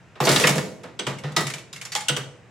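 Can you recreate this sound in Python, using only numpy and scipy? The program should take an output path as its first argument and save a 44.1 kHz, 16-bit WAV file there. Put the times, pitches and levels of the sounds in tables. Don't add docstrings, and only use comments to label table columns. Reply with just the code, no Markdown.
import sys
import numpy as np
from scipy import signal
from scipy.io import wavfile

SR = 44100
rng = np.random.default_rng(int(sys.argv[2]) if len(sys.argv) > 2 else 0)


def unload_audio(sound):
    columns = np.transpose(np.atleast_2d(sound))
    steps = np.round(np.clip(columns, -1, 1) * 32767)
    wavfile.write(sys.argv[1], SR, steps.astype(np.int16))


N = 110250
TIME_S = np.arange(N) / SR
EDGES_HZ = 31.25 * 2 ** np.arange(0, 9.1, .5)
CENTRES_HZ = np.sqrt(EDGES_HZ[1:] * EDGES_HZ[:-1])
EARS = np.array([[1], [-1]])

# band_hz, level_db (per half-octave band)
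FLOOR = [(40, -80), (80, -62.5), (140, -54), (220, -63.5), (1200, -64), (2200, -61.5), (3300, -72.5),
         (7000, -72), (10000, -86), (14000, -88)]
# band_hz, left_right_correlation (clipped in use)
LIKENESS = [(40, -2.1), (130, 0.99), (4000, 0.66), (8000, 0.45), (13000, -0.57)]
# start_s, low_db, mid_db, high_db, top_db, t60_s
BLOWS = [(0.154, -45, -43, -48.5, -76, 0.24), (0.202, -20, -24, -28, -32, 0.37),
         (0.251, -26, -27.5, -28.5, -20, 0.46), (0.2695, -14, -17.5, -17.5, -43, 0.31),
         (0.289, -17, -19.5, -18, -16, 0.17), (0.314, -37, -28, -23.5, -18, 0.59),
         (0.359, -18, -20.5, -12.5, -19.5, 0.11), (0.396, -21.5, -23, -23, -20, 0.51),
         (0.439, -18, -13.5, -19, -36, 0.13), (0.4693, -18, -17.5, -17, -12.5, 0.12),
         (0.49, -18.5, -19.5, -22, -17.5, 0.13), (0.555, -20.5, -35, -33.5, -28, 0.37),
         (0.579, -23, -23, -26, -26.5, 0.075), (0.8344, -37.5, -39, -45.5, -58, 0.3),
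         (0.99, -28.5, -36, -25.5, -45, 0.16), (1.066, -25.5, -26, -29, -34.5, 0.23),
         (1.235, -32, -34, -38, -51, 0.39), (1.3632, -21, -18, -18, -20.5, 0.19),
         (1.405, -30, -26, -35, -25, 0.15), (1.9507, -31.5, -21, -13.5, -17, 0.028),
         (2.083, -38, -37, -20.5, -18, 0.08), (2.092, -25, -27, -21.5, -49, 0.15),
         (2.165, -29, -29, -29.5, -29, 0.16)]
BLOW_BANDS_HZ = [400, 1200, 3600, 10500]
# band_hz, level_db
BLOW_SHAPE = [(40, -70), (75, -30), (148, -14.5), (215, -12), (420, -7.5), (6800, -6.5), (9600, -11),
              (13500, -18)]
# start_s, level_db, pitch_hz
TICKS = [(0.238, -28, 4650), (.833, -47, 2490), (1.184, -40.5, 2170), (1.319, -45, 3430),
         (1.4672, -25.5, 2282), (1.499, -30, 1960), (1.5363, -29.5, 2320), (1.582, -38, 2570),
         (1.728, -34, 3820), (1.7608, -36.5, 2120), (1.813, -31.5, 2320), (1.851, -32, 5470),
         (1.919, -29, 4510), (1.928, -34, 4680), (1.959, -22.5, 3326), (2.0065, -32, 7160)]
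# band_hz, level_db (per half-octave band)
TICK_SPECTRUM = [(100, -59), (400, -27.5), (1000, -18), (2200, -9.5), (4500, -10), (8500, -5.5),
                 (13500, -34)]
# mode_hz, gain_db, t60_s
PANELS = [(157.8, 3, 0.22), (197.7, 7.5, 1), (495.5, 1, 0.31), (1818, -4.5, 0.15), (1950, 4.5, 0.46),
          (2190, 4, .3)]
# band_hz, t60_s
ROOM_T60 = [(120, 0.38), (400, 0.86), (1200, 0.4), (3500, 0.41), (8000, 0.46), (14000, 0.16)]
# band_hz, gain_db
ROOM_GAIN = [(120, -6), (400, -5.5), (1200, -4.5), (14000, -10)]
# start_s, level_db, pitch_hz
CLANKS = [(.2035, -16.5, 838), (.25, -21, 4510), (.2715, -12.5, 629), (.29, -23, 4390), (.3615, -16, 3054),
          (.4385, -9.5, 2016), (.4715, -13.5, 2285), (1.365, -16.5, 4030)]
# start_s, level_db
ZING_HITS = [(.207, -35.5)]
# mode_hz, level_db, t60_s
ZING_MODES = [(13950, 0.0067, 0.7)]
# start_s, level_db, pitch_hz
THUMPS = [(0.208, -9, 139), (.275, -13, 143.3), (.305, -11, 143.3), (.438, -8.5, 151.2),
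          (0.493, -4.5, 144.3), (0.562, -11.5, 158.3), (1.069, -12.5, 137), (1.239, -12, 145),
          (1.366, -10, 160.2), (1.441, -14.5, 138), (1.726, -29, 143), (2.097, -10, 140.3),
          (2.181, -14, 137.3)]
# start_s, level_db
SPRING_HITS = [(.472, -41.5)]
# mode_hz, level_db, t60_s
SPRING_MODES = [(3310, -12.5, 1.4), (4080, -11, 1.5), (6380, -10, 1.77)]
# start_s, level_db
CATCH_HITS = [(.994, -26), (1.067, -29.5), (2.0845, -20.5), (2.094, -23), (2.164, -29)]
# mode_hz, level_db, t60_s
CATCH_MODES = [(1480, -3.5, 0.11), (2976, 1.5, 0.11), (3205, 8, 0.03), (6070, 0, .045), (8100, 1.5, 0.047)]
# start_s, level_db
PAWL_HITS = [(1.9515, -27), (1.962, -25.5)]
# mode_hz, level_db, t60_s
PAWL_MODES = [(834, -3.5, 0.18), (1380, -25, 0.3), (2167, -5.5, 0.16), (6960, -1, 0.052)]

HUM_HZ, HUM_RMS_DB = 120, -57.5
ATTACK_S, TICK_T60_S = 0.00051, 0.13
CRACK_DB, CRACK_S = -11, 0.0087
GRAIN_DB, GRAIN_S = 1, 0.00063
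BUILD_CYCLES = 2.1
PAN_DB = -0.44
RING_T60_S, TICK_RING_DB = 0.065, -1
OVERTONE_RATIO, OVERTONE_DB = 1.3, -2.5
BOOM_SWELL_S, BOOM_T60_S = 0.015, 0.16
SPRING_CUT_S = 0.76
CUTOFF_HZ = 16000


def from_db(db):
    return 10 ** (np.asarray(db) / 20)


def rms_one(x):
    return x / np.sqrt(np.mean(x ** 2) + 1e-20)


def at_hz(points, hz):
    table_hz, value = np.transpose(points)
    return np.interp(np.log(hz), np.log(table_hz), value)


def dying(age_s, t60_s):
    return np.exp(-np.log(1000) * age_s / t60_s)


def banded(envelopes, pan_db=0):
    white = rng.standard_normal((2, 2, envelopes.shape[1]))
    out = 0
    for k, hz in enumerate(CENTRES_HZ):
        sos = signal.butter(2, EDGES_HZ[k:k + 2], "band", fs=SR, output="sos")
        band = signal.sosfilt(sos, white[k % 2] * envelopes[k] + 1e-18)
        mid, side = band * np.sqrt(SR / 2 / (EDGES_HZ[k + 1] - EDGES_HZ[k]))
        alike = np.clip(at_hz(LIKENESS, hz), -.99, .99)
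        stereo = np.sqrt((1 + alike) / 2) * mid + np.sqrt((1 - alike) / 2) * side * EARS
        out = out + stereo * from_db(pan_db * EARS)
    return out


def background():
    air = banded(from_db(at_hz(FLOOR, CENTRES_HZ))[:, None] * np.ones(N))
    hum = from_db(HUM_RMS_DB) * np.sqrt(2) * np.sin(2 * np.pi * HUM_HZ * TIME_S)
    return air + hum


def burst(start_s, t60_s):
    age_s = np.maximum(TIME_S - start_s, 0)
    crack = 1 + from_db(CRACK_DB) * np.exp(-(age_s / CRACK_S) ** 2)
    return (1 - np.exp(-age_s / ATTACK_S)) * dying(age_s, t60_s) * crack


def linkage():
    gains, shapes = [], []
    for start_s, *levels_db, t60_s in BLOWS:
        band_db = np.interp(np.log(CENTRES_HZ), np.log(BLOW_BANDS_HZ), levels_db)
        gains.append(from_db(band_db + at_hz(BLOW_SHAPE, CENTRES_HZ)))
        shapes.append(burst(start_s, t60_s))
    for start_s, level_db, _ in TICKS:
        gains.append(from_db(level_db + at_hz(TICK_SPECTRUM, CENTRES_HZ)))
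        shapes.append(burst(start_s, TICK_T60_S))
    powers = np.square(gains).T @ np.square(shapes)
    keep = np.exp(-CENTRES_HZ / (BUILD_CYCLES * SR))
    built = [signal.lfilter([1 - r], [1, -r], power + 1e-18) for r, power in zip(keep, powers)]
    wobble = np.interp(TIME_S / GRAIN_S, np.arange(N), rng.standard_normal(N))
    grain = rms_one(from_db(GRAIN_DB * wobble))
    return banded(np.sqrt(built) * grain, PAN_DB)


def resonance(x, hz, t60_s):
    r = dying(1 / SR, t60_s)
    poles = [1, -2 * r * np.cos(2 * np.pi * hz / SR), r * r]
    return signal.lfilter(np.array([1, 0, -1]) * (1 - r * r) / 2, poles, x)


def cabinet(x):
    return sum(from_db(gain_db) * resonance(x, hz, t60_s) for hz, gain_db, t60_s in PANELS)


def room(x):
    age_s = TIME_S[:SR]
    onset = 1 - np.exp(-age_s / 0.0034)
    tails = np.array([dying(age_s, at_hz(ROOM_T60, hz)) * onset for hz in CENTRES_HZ])
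    unit = np.sqrt(np.diff(EDGES_HZ) * 2 / SR / np.sum(tails ** 2, axis=1))
    gains = from_db(at_hz(ROOM_GAIN, CENTRES_HZ)) * unit
    return signal.fftconvolve(x, banded(tails * gains[:, None]), axes=1)[:, :N]


def struck(hits, modes, split, count=3):
    out = np.zeros((2, N + SR))
    for start_s, level_db in hits:
        start = int(start_s * SR)
        for hz, mode_db, t60_s in modes:
            age_s = TIME_S[:SR][:int(1.5 * t60_s * SR)]
            offsets = np.linspace(-1, 1, count) + rng.uniform(-1.11, 1, count)
            partials_hz = hz * (1 + split * offsets)
            cycles = partials_hz[:, None] * age_s + rng.random((count, 1))
            ring = np.exp(2j * np.pi * cycles).sum(0) / np.sqrt(count)
            apart = rng.choice([-1, 1]) * np.arccos(np.clip(at_hz(LIKENESS, hz), -1, 1)) / 2
            envelope = (1 - np.exp(-age_s / ATTACK_S)) * dying(age_s, t60_s)
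            envelope = from_db(level_db + mode_db) * envelope
            out[:, start:start + len(age_s)] += envelope * np.real(ring * np.exp(1j * apart * EARS))
    return out[:, :N]


def levers_and_teeth():
    out = np.zeros((2, N))
    teeth = [(start_s, level_db + TICK_RING_DB, hz) for start_s, level_db, hz in TICKS]
    for start_s, level_db, hz in CLANKS + teeth:
        modes = [(hz, 0, RING_T60_S), (hz * OVERTONE_RATIO, OVERTONE_DB, RING_T60_S)]
        out += struck([(start_s, level_db)], modes, split=0.0305)
    return out


def zing():
    return struck(ZING_HITS, ZING_MODES, split=.005)


def boom():
    out = np.zeros(N)
    for start_s, level_db, hz in THUMPS:
        age_s = np.maximum(TIME_S - start_s, 0)
        envelope = (1 - np.exp(-age_s / BOOM_SWELL_S)) ** 2 * dying(age_s, BOOM_T60_S)
        out += from_db(level_db) * envelope * np.sin(2 * np.pi * hz * age_s)
    return out


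def spring():
    return struck(SPRING_HITS, SPRING_MODES, split=0.00284) * (TIME_S < SPRING_CUT_S)


def catch():
    return struck(CATCH_HITS, CATCH_MODES, split=0.0388, count=6)


def pawl():
    return struck(PAWL_HITS, PAWL_MODES, split=0.025)


def scene():
    works = linkage()
    machine = works + cabinet(works) + levers_and_teeth() + zing() + boom()
    machine = machine + spring() + catch() + pawl()
    return background() + machine + room(machine)


def record(dry):
    lowpass = signal.ellip(10, .2, 70, CUTOFF_HZ, fs=SR, output="sos")
    return signal.sosfilt(lowpass, np.tanh(dry))


dry = scene()
out = record(dry)
unload_audio(out)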